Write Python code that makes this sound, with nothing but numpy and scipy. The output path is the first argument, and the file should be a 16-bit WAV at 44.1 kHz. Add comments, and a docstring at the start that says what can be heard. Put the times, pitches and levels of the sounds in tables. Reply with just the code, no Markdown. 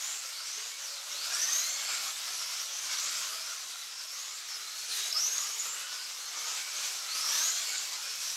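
"""Slot cars race round a big wooden track in a shop hall, heard from just outside the banked turn.
From the start, far cars speed up and brake while tyres drum on the hollow deck and pickup braids hiss.
Near 1 s a car powers through the turn: its ten-tooth pinion whines up over its three-pole motor's hum,
its gears chatter and it hops in the slot. A second follows near 5 s, a third near 7 s. Ringing ticks
and high shrieks dot the way, the hall blurs the whines, and the far cars race on to the end."""
import sys
import numpy as np
from scipy import signal
from scipy.fft import rfft, irfft, next_fast_len
from scipy.io import wavfile
from scipy.ndimage import uniform_filter1d, map_coordinates

SR = 44100
rng = np.random.default_rng(int(sys.argv[2]) if len(sys.argv) > 2 else 0)


def put_to_file(sound):
    """Save the sound as 16-bit audio at rate SR, in the file named by the first command-line argument."""
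    columns = np.atleast_2d(sound).T  # one column per channel
    safe = np.clip(columns, -1, 1)
    whole_steps = np.round(safe * 32767)
    wavfile.write(sys.argv[1], SR, whole_steps.astype(np.int16))


N = 368676
T = np.arange(N) / SR

# gear mesh tone and the sidebands of the off-centre pinion: shaft_multiple, level_db
GEAR_LINES = [(8, -22), (9, -12), (10, 0), (11, -20)]
# motor unbalance, poles and commutator: shaft_multiple, level_db
MOTOR_LINES = [(1, -19), (3, -8.5), (6, 0)]
# how well the chassis radiates the motor: frequency_hz, gain_db
MOTOR_BODY_EQ = [(500, 1), (1500, -1), (2250, 3.5), (3200, -10), (3600, -2), (3950, 3), (4250, 3),
                 (4500, 0.5), (5000, -10)]
# bright peak near 13 kHz colouring the whine's octave and sizzle: frequency_hz, gain_db
BRIGHT_EQ = [(8500, -18.5), (10000, -6), (11500, 1), (12300, -0.5), (13000, 6), (13700, -7.5),
             (15500, -20.5)]


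def car(t, tooth_hz, gear_gain, motor_gain, chatter, blur=1, flutter_db=1.95, fade_s=0.01,
        teeth=10, gear_ratio=2.5, jitter=0.00298, rattle_db=-4, overtone_db=-23, axle_db=-29):
    """One car's voice over the times t: gear whine, motor hum and axle thrum locked to one shaft."""
    size = len(t)
    shaft_hz = tooth_hz / teeth
    shaft = 2 * np.pi * np.cumsum(shaft_hz * (1 + jitter * wander(43, size))) / SR
    # teeth bouncing in their backlash scatter the tone; hard bounces spread it into a wide rattle
    chatter = np.clip(chatter, .1, 1)
    bounce = phasor(280, size) + undb(rattle_db) * phasor(800, size)
    mesh = np.sqrt(1 - chatter) * blur + np.sqrt(chatter) * bounce
    lines = sum(undb(db) * np.exp(1j * (k * shaft + 2 * np.pi * rng.random())) for k, db in GEAR_LINES)
    gear = unit(np.real(mesh * lines))
    # the octave shrieks as it crosses the bright peak
    overtone = undb(overtone_db + np.interp(2 * tooth_hz, *np.transpose(BRIGHT_EQ)))
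    gear += overtone * np.real(mesh * np.exp(2j * teeth * shaft))
    # slightly oval tyres thrum once per turn of the rear axle
    motor = undb(axle_db) * np.sin(shaft / gear_ratio)
    for k, db in MOTOR_LINES:
        body_db = np.interp(k * shaft_hz, *np.transpose(MOTOR_BODY_EQ))
        wall_reflections = .65 + .92 * phasor(70, size)
        motor += undb(db + body_db) * np.real(wall_reflections * np.exp(1j * k * shaft))
    fade = np.clip(np.minimum(t - t[0], t[-1] - t) / fade_s, 0, 1)
    flutter = undb(flutter_db * wander(26, size))
    sound = fade * (gear * gear_gain * flutter + motor * motor_gain)
    return np.interp(T, t, sound, left=0, right=0)


# pitch and level curves of three runs through the near turn: time_s, pitch_hz, gear_db
FIRST_WHINE = [(1.1, 3521, -55.5), (1.16, 3995, -46), (1.245, 4910, -42), (1.31, 5380, -50),
               (1.36, 5605, -38), (1.44, 6080, -35), (1.5, 6233, -36), (1.528, 6262, -33.5),
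               (1.596, 6602, -34), (1.648, 6860, -46.5), (1.7, 7162, -43), (1.788, 7394, -49.5),
               (1.88, 7365, -44), (1.966, 7500, -45.5), (2.05, 7346, -58)]
SECOND_WHINE = [(5.125, 4960, -53.5), (5.136, 4815, -45), (5.181, 5324, -33.5), (5.213, 5740, -32.5),
                (5.247, 5883, -34.5), (5.305, 6360, -31.5), (5.361, 6553, -39), (5.378, 6570, -41),
                (5.431, 6970, -42), (5.489, 6550, -53), (5.525, 6646, -42), (5.595, 6960, -43),
                (5.634, 6910, -46), (5.7, 7340, -44), (5.735, 7250, -45), (5.775, 7670, -52),
                (5.8, 7830, -51)]
THIRD_WHINE = [(7.07, 3950, -45), (7.12, 4324, -45), (7.133, 4437, -39.5), (7.2, 5100, -42.5),
               (7.252, 5550, -42), (7.356, 5896, -40), (7.41, 6300, -32), (7.46, 6660, -36),
               (7.488, 6725, -39), (7.66, 7370, -48), (7.699, 7310, -42), (7.79, 7510, -48),
               (7.924, 7620, -58.5), (7.97, 7900, -57.5)]
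# each run's character: gear_boost_db, chatter_share, motor_peak_s, motor_db, motor_width_s
NEAR_VOICES = [(1.5, 0.42, 1.56, -42.5, 0.14), (3, 0.28, 5.6, -68, .2), (2, 0.48, 7.45, -44.5, 0.16)]
# the gears run cleanest in the middle of their speed range: pitch_hz, chatter_factor
CHATTER_BY_PITCH = [(4200, 0.77), (5400, 0.95), (6500, 0.19), (7100, 1.22)]


def near_cars():
    """Three cars power through the turn: the whine climbs with speed, the motor swells going by."""
    out = np.zeros(N)
    for run, voice in zip((FIRST_WHINE, SECOND_WHINE, THIRD_WHINE), NEAR_VOICES):
        boost_db, chatter, motor_peak_s, motor_db, motor_width_s = voice
        time_s, pitch_hz, gear_db = np.transpose(run)
        t = T[(T > time_s[0]) & (T < time_s[-1])]
        tooth_hz = np.interp(t, time_s, pitch_hz)
        gear_gain = undb(np.interp(t, time_s, gear_db) + boost_db)
        motor_gain = undb(motor_db) * swell(t, motor_peak_s, motor_width_s)
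        chatter_factor = np.interp(tooth_hz, *np.transpose(CHATTER_BY_PITCH))
        out += car(t, tooth_hz, gear_gain, motor_gain, chatter * chatter_factor)
    return out


# dropouts of the near cars: time_s, depth_db
HOP_DIPS = [(1.385, 8), (1.468, 12), (1.51, 5), (5.298, 20), (5.5, 17.5), (5.572, 16.5), (7.65, 10.5)]


def hops(width_s=0.012):
    """A gain that ducks briefly each time a car hops in its slot."""
    return undb(-sum(depth_db * np.exp(-((T - s) / width_s) ** 2) for s, depth_db in HOP_DIPS))


def sizzle(whine, relative_db=-20, smooth_s=0.073):
    """High fizz of the gears, riding the envelope of the whine."""
    power = uniform_filter1d(whine ** 2, int(smooth_s * SR) + 1)
    fizz = colour(grains(30000, spread_db=2), BRIGHT_EQ)
    return undb(relative_db) * np.sqrt(np.abs(power)) * fizz


# whines round the track, rising on the throttle and falling on the brake; the row near 5.2 s is a # second,
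# higher line of the second near car: # start_s, end_s, start_pitch_hz, end_pitch_hz, peak_s, gear_db,
# chatter_share
FAR_WHINES = [ (0, 0.222, 6680, 7593, .08, -40.5, 0.44), (0.188, 0.447, 7700, 8800, .24, -54, 0.64),
              (0.299, 0.45, 4030, 4800, .36, -46, .8), (0.37, 0.721, 4970, 6990, 0.56, -44.5, .85),
              (0.802, .92, 6600, 5020, .85, -42, 1), (.89, 1.038, 4890, 3470, .945, -47.5, .65),
              (1.336, 1.54, 5570, 6230, 1.42, -41, 0.45), (1.516, 1.782, 6006, 6447, 1.64, -40.5, 0.34),
              (2.021, 2.21, 6570, 8250, 2.09, -46, 0.51), (2.32, 2.42, 6250, 5450, 2.355, -43, .55),
              (2.381, 2.56, 5470, 5420, 2.44, -40.5, .6), (2.54, 2.872, 5340, 6470, 2.61, -44.5, .45),
              (2.69, 2.849, 5950, 6350, 2.79, -45.5, .55), (2.98, 3.228, 7380, 7550, 3.06, -44.5, 0.5),
              (2.86, 3.018, 4290, 4680, 2.95, -46, 1), (2.9, 3.042, 5500, 6050, 2.95, -42, 0.85),
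              (2.997, 3.139, 6550, 7130, 3.04, -42.5, 0.62), (3.274, 3.521, 4690, 5420, 3.35, -47, 1),
              (3.42, 3.68, 5620, 6100, 3.52, -47, .85), (3.621, 3.901, 3870, 3980, 3.75, -50.5, 0.36),
              (3.91, 4.098, 5290, 5420, 3.99, -47.5, 0.68), (4.06, 4.187, 5085, 5960, 4.12, -47, 0.6),
              (4.129, 4.42, 6130, 7460, 4.18, -45, 0.88), (4.458, 4.588, 5720, 5050, 4.52, -43, 0.2),
              (4.599, 4.871, 3980, 4420, 4.71, -48, 0.14), (4.88, 5.009, 4510, 3680, 4.94, -40.5, 0.28),
              (4.96, 5.15, 3680, 4065, 5.05, -42.5, 0.16), (4.961, 5.128, 6300, 6730, 5.03, -43, .6),
              (5.186, 5.31, 5950, 6750, 5.225, -36.5, 0.35), (5.37, 5.51, 5200, 5800, 5.45, -42.5, .95),
              (5.91, 6.083, 5360, 4750, 5.97, -45, 0.9), (6.171, 6.316, 4130, 4420, 6.25, -50, 0.34),
              (6.237, 6.33, 6700, 5780, 6.28, -46, 0.57), (6.339, 6.526, 5453, 7163, 6.46, -42, 0.37),
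              (6.5, 6.722, 7050, 8010, 6.56, -47, 0.67), (6.748, 7.067, 6400, 4910, 6.86, -50, 1),
              (6.972, 7.07, 5840, 5120, 7.0, -46, 0.38), (7.2, 7.6, 5400, 6330, 7.3, -37.5, 0.7),
              (8.01, 8.23, 5300, 5580, 8.1, -43.5, 0.75), (8.2, 8.38, 5580, 5950, 8.31, -39.5, 1)]


def far_cars(speed_lag_s=.7, width_share=0.305, motor_relative_db=-27, blur_hz=110):
    """Each whine eases to a new speed as it swells and fades, smeared by paths through the hall."""
    out = np.zeros(N)
    for start_s, end_s, start_hz, end_hz, peak_s, gear_db, chatter in FAR_WHINES:
        t = T[(T > start_s) & (T < end_s)]
        eased = 1 - np.exp(-(t - start_s) / speed_lag_s)
        tooth_hz = start_hz + (end_hz - start_hz) * eased / eased[-1]
        gain = undb(gear_db) * swell(t, peak_s, width_share * (end_s - start_s))
        # a smooth-running car keeps more of its pitch than a rattling one
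        scattered = np.clip(1.1 * chatter, 0, 1)
        blur = np.sqrt(1 - scattered) + np.sqrt(scattered) * phasor(blur_hz, len(t))
        motor_gain = gain * undb(motor_relative_db)
        out += car(t, tooth_hz, gain, motor_gain, chatter, blur, flutter_db=1.36, fade_s=0.018)
    return out


# short ringing ticks and brief bursts of treble: start_s, level_db, ring_hz, decay_s
TICKS = [(.041, -37, 6900, 0.012), (0.576, -60, 432, 0.035), (1.115, -39, 5550, .02),
         (1.335, -39, 7840, 0.024), (1.355, -40, 8470, 0.014), (1.936, -35, 7440, 0.02),
         (2.335, -42.5, 6100, .025), (2.92, -38, 5720, 0.03), (5.126, -28, 5314, 0.008),
         (5.379, -29, 6660, .006), (5.598, -30, 6870, .008), (6.765, -38, 6400, .025),
         (7.129, -32, 4390, .01), (7.291, -28, 5770, .007), (7.49, -42, 1591, 0.013),
         (7.503, -34.5, 7480, 0.013), (7.69, -40, 6795, 0.061), (7.78, -37, 7050, 0.0225)]


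def ticks(bandwidth_share=0.037, attack_s=0.00042):
    """Each tick starts sharply and rattles briefly round one pitch."""
    out = np.zeros(N)
    t = T[:SR // 4]
    for start_s, level_db, ring_hz, decay_s in TICKS:
        rattle = noise_band(t, ring_hz, bandwidth_share * ring_hz)
        envelope = np.exp(-t / decay_s) * (1 - np.exp(-t / attack_s))
        start = int(start_s * SR)
        out[start:start + len(t)] += (undb(level_db) * rattle * envelope)[:N - start]
    return out


# high narrow shrieks and scrapes: peak_s, level_db, centre_hz, half_width_hz, width_s
SHRIEKS = [(1.58, -52, 13020, 220, .09), (1.5, -52, 11000, 900, .09), (2.05, -53, 11500, 500, .04),
           (2.38, -51, 11000, 600, .05), (4.94, -46, 9400, 900, .05), (7.18, -49, 9200, 1000, 0.054),
           (7.42, -51, 12950, 220, .08)]


def shrieks():
    """High, narrow bands of noise swell and die away as cars pass."""
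    out = np.zeros(N)
    for peak_s, level_db, centre_hz, half_width_hz, width_s in SHRIEKS:
        span = abs(T - peak_s) < 3 * width_s
        t = T[span]
        envelope = np.exp(-((t - peak_s) / width_s) ** 2 / 2)
        out[span] += undb(level_db) * noise_band(t, centre_hz, half_width_hz) * envelope
    return out


# tone of the hollow deck under the tyres: frequency_hz, gain_db
DECK_EQ = [(25, -55), (72, -55.5), (125, -28), (200, -22), (320, -19.5), (400, -14), (600, -8), (900, -6.5),
           (1150, -0.5), (1350, 2.5), (1800, -5), (2250, 0), (3000, -9), (6000, -39)]
# rasp of the chassis and thin plastic bodies: frequency_hz, gain_db
CHASSIS_EQ = [(600, -48), (1600, -10.5), (2250, -9), (2800, -4), (4000, -1), (5200, 0.5), (6300, 0),
              (7700, -5), (9000, -14), (14000, -43)]
# hiss of the braids on the rails: frequency_hz, gain_db
BRAID_EQ = [(3000, -31), (6000, 4), (8000, 4), (9500, 1), (11500, 2.5), (12400, -1), (13200, 1.5),
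            (14100, -12), (15600, -14)]
# cars rolling by on nearby track, before each layer's trim: closest_s, level_db, width_s, scrape_boost_db
ROLL_BYS = [ (.05, -51, 0.13, 4), (.6, -51.5, 0.0535, -1.5), (.87, -51, 0.044, 0),
            (1.34, -44.3, 0.096, -1.5), (1.55, -49.5, 0.2, 3.5), (1.9, -41, 0.055, -11),
            (2.06, -52, 0.096, 5), (2.43, -49, 0.2, 1), (2.95, -44, 0.11, -2), (3.23, -48.5, 0.075, -2.5),
            (3.55, -56.5, 0.09, 6.5), (4.21, -58.5, 0.076, 5), (4.55, -53.5, 0.06, -3),
            (4.94, -47.5, 0.098, 3), (5.16, -50, 0.12, -12), (5.38, -51.5, 0.16, 6.5),
            (5.76, -48.5, 0.12, -12.5), (6.05, -58, 0.054, 2), (6.47, -45.5, 0.091, -3),
            (6.831, -44.5, 0.0572, 0.5), (7.2, -46.5, 0.059, 0), (7.36, -44, 0.11, 3.5),
            (7.73, -47.5, 0.18, -1), (8.27, -51.5, 0.12, 7.5)]


def rolling(deck_trim_db=-1, rasp_trim_db=8, hiss_trim_db=-0.5, rasp_scrape_share=0.36):
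    """Tyres drum, chassis rattle and braids hiss; each pass swells out of a bed of distant traffic."""
    deck_power, rasp_power, hiss_power = undb([-53, -44.5, -53]) ** 2  # the far side of the track
    for closest_s, level_db, width_s, scrape_db in ROLL_BYS:
        power = (undb(level_db) * swell(T, closest_s, width_s)) ** 2
        deck_power += power * undb(deck_trim_db) ** 2
        rasp_power += power * undb(rasp_trim_db + rasp_scrape_share * scrape_db) ** 2
        hiss_power += power * undb(hiss_trim_db + scrape_db) ** 2
    drumming = panel_drift(colour(grains(9000, spread_db=1), DECK_EQ))
    deck = patchy(drumming, depth_db=3.5, rate_hz=12, bands=64)
    rasp = patchy(colour(grains(24000, spread_db=1), CHASSIS_EQ), depth_db=1.7, rate_hz=26, bands=40)
    hiss = patchy(colour(grains(30000, spread_db=0.5), BRAID_EQ), depth_db=2.1, rate_hz=24, bands=16)
    bumps = undb(0.78 * wander(rate_hz=12))  # the uneven track makes the level flutter
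    return bumps * (deck * np.sqrt(deck_power) + rasp * np.sqrt(rasp_power) + hiss * np.sqrt(hiss_power))


def panel_drift(x, pitch_share=.03, rate_hz=2.5):
    """Resonances shift a little as the cars cross from one deck panel to the next."""
    shift = np.cumsum(pitch_share * wander(rate_hz))
    return map_coordinates(x, [np.arange(N) + shift], order=3, mode="mirror")


def patchy(x, depth_db, rate_hz, bands):
    """Each band swells and fades alone as the cars move over other parts of the track; rms 1."""
    size = next_fast_len(N)
    log_hz = np.log(np.fft.rfftfreq(size, 1 / SR) + 1)
    band_position = np.interp(log_hz, np.log([100, 15000]), [0, bands - 1])
    spectrum = rfft(x, size)
    out = np.zeros(N)
    for k in range(bands):
        steps = rng.standard_normal(1024)
        gain = undb(depth_db * np.interp(T * rate_hz, np.arange(len(steps)), steps))
        band = irfft(spectrum * np.clip(1 - abs(band_position - k), 0, 1), size)[:N]
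        out += gain * band
    return unit(out)


# gliding motor and axle hums, near and far: start_s, end_s, start_pitch_hz, end_pitch_hz, level_db
HUM_GLIDES = [(0.709, 0.807, 2235, 2273, -54), (0.751, 1.31, 547, 591, -66),
              (1.0, 1.748, 1371, 1566, -57.5), (1.28, 1.601, 1600, 1974, -49),
              (1.623, 2.059, 2149, 2334, -55), (1.7, 2.3, 730, 830, -64.5), (1.95, 2.6, 145.4, 164.5, -82),
              (2.042, 2.3, 3220, 4040, -51), (2.955, 3.6, 600, 676, -65.5), (2.95, 3.452, 191, 227, -80.5),
              (4.577, 4.874, 1655, 1760, -64), (4.895, 4.986, 1740, 1881, -56),
              (4.65, 5.548, 125, 166, -85), (4.8, 5.6, 399.6, 470, -70), (4.996, 5.197, 650, 672, -62),
              (5.139, 5.203, 1146, 1400, -46.5), (5.682, 6.104, 1411, 1528, -54),
              (5.691, 5.953, 2850, 3020, -53), (6.333, 6.614, 1187, 1322, -52),
              (6.556, 6.797, 2230, 2340, -51.5), (7.278, 7.418, 3487, 3572, -46),
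              (7.3, 7.411, 1705, 1790, -47.5), (7.519, 7.66, 3233, 3500, -47.5),
              (7.67, 7.763, 2202, 2259, -47), (7.971, 8.278, 2395, 2582, -53), (8.0, 8.36, 138, 155, -82)]


def motor_hums(blur_hz=10, blur_share=0.029):
    """Gliding hums swell and fade, blurred by their many paths through the hall."""
    out = np.zeros(N)
    for start_s, end_s, start_hz, end_hz, level_db in HUM_GLIDES:
        span = (T > start_s) & (T < end_s)
        along = np.linspace(0, 1, span.sum())
        phase = 2 * np.pi * np.cumsum(start_hz + (end_hz - start_hz) * along) / SR
        blur = phasor(blur_hz + blur_share * start_hz, len(along))
        arch = np.sqrt(along * (1 - along))
        out[span] += undb(level_db) * unit(np.real(blur * np.exp(1j * phase)) * arch)
    return out


def hall(x, split_hz=4000, low_t60_s=0.65, high_t60_s=0.37, build_s=0.0025):
    """Diffuse reverb of walls and low ceiling; the treble dies first."""
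    t = T[:SR]
    tail = np.zeros(SR)
    for side, t60_s in (("low", low_t60_s), ("high", high_t60_s)):
        crossover = signal.butter(2, split_hz, side, fs=SR, output="sos")
        tail += signal.sosfilt(crossover, rng.standard_normal(SR)) * np.exp(-np.log(1000) * t / t60_s)
    tail *= 1 - np.exp(-t / build_s)
    return signal.fftconvolve(x, tail / np.sqrt(np.sum(tail ** 2)))[:N]


def mains_hum(pitch_hz=120, level_db=-96, waver_db=3):
    """The track's power supply hums faintly."""
    return undb(level_db + waver_db * wander(1.7)) * np.sin(2 * np.pi * pitch_hz * T)


def swell(t, closest_s, width_s, leaving_stretch=1.9, distance_power=1.25):
    """Gain of a passing car: 1 at its closest, falling with distance, more slowly as it leaves."""
    along = (t - closest_s) / (width_s * np.where(t > closest_s, leaving_stretch, 1))
    return np.hypot(1, along) ** -distance_power


def grains(per_second, spread_db):
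    """Dense tiny impacts of uneven size; rms 1."""
    hit = rng.random(N) < per_second / SR
    return unit(hit * rng.standard_normal(N) * undb(spread_db * rng.standard_normal(N)))


def colour(x, eq):
    """Shape x with an EQ curve of (frequency_hz, gain_db) points; rms 1."""
    hz, db = np.transpose(eq)
    size = next_fast_len(N)
    log_hz = np.log(np.fft.rfftfreq(size, 1 / SR) + 1)
    gain = undb(np.interp(log_hz, np.log(hz), db))
    return unit(irfft(rfft(x, size) * gain, size)[:N])


def noise_band(t, centre_hz, half_width_hz):
    """Narrow noise round one pitch; rms 1."""
    return unit(wander(half_width_hz, len(t)) * np.sin(2 * np.pi * centre_hz * t))


def phasor(rate_hz, size):
    """A complex gain of rms 1 whose strength and phase drift at random."""
    return unit(wander(rate_hz, size) + 1j * wander(rate_hz, size))


def wander(rate_hz, size=N):
    """Smooth random motion; rms 1."""
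    padded = next_fast_len(size)
    hz = np.fft.rfftfreq(padded, 1 / SR)
    spectrum = rfft(rng.standard_normal(padded)) / (1 + (hz / rate_hz) ** 4)
    return unit(irfft(spectrum, padded)[:size])


def undb(db):
    """Decibels to gain."""
    return 10 ** (np.asarray(db) / 20)


def unit(x):
    """Scale to rms 1."""
    return x / np.sqrt(np.mean(np.abs(x) ** 2))


def scene(wet_db=-9, low_cut_hz=160):
    """Whines, ticks and shrieks feed the hall, over a bed of hums and rolling noise; all centred."""
    near = near_cars() * hops()
    cars = near + sizzle(near) + far_cars() + ticks() + shrieks()
    # a high-pass takes the bass out of the cars
    cars = signal.sosfilt(signal.butter(4, low_cut_hz, "high", fs=SR, output="sos"), cars)
    sound = cars + undb(wet_db) * hall(cars) + motor_hums() + rolling() + mains_hum()
    return np.array([sound, sound])


def record(dry, high_cut_hz=15750):
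    """A steep high cut takes off the very top."""
    return signal.sosfilt(signal.ellip(10, .2, 70, high_cut_hz, fs=SR, output="sos"), dry)


dry = scene()
out = record(dry)
put_to_file(out)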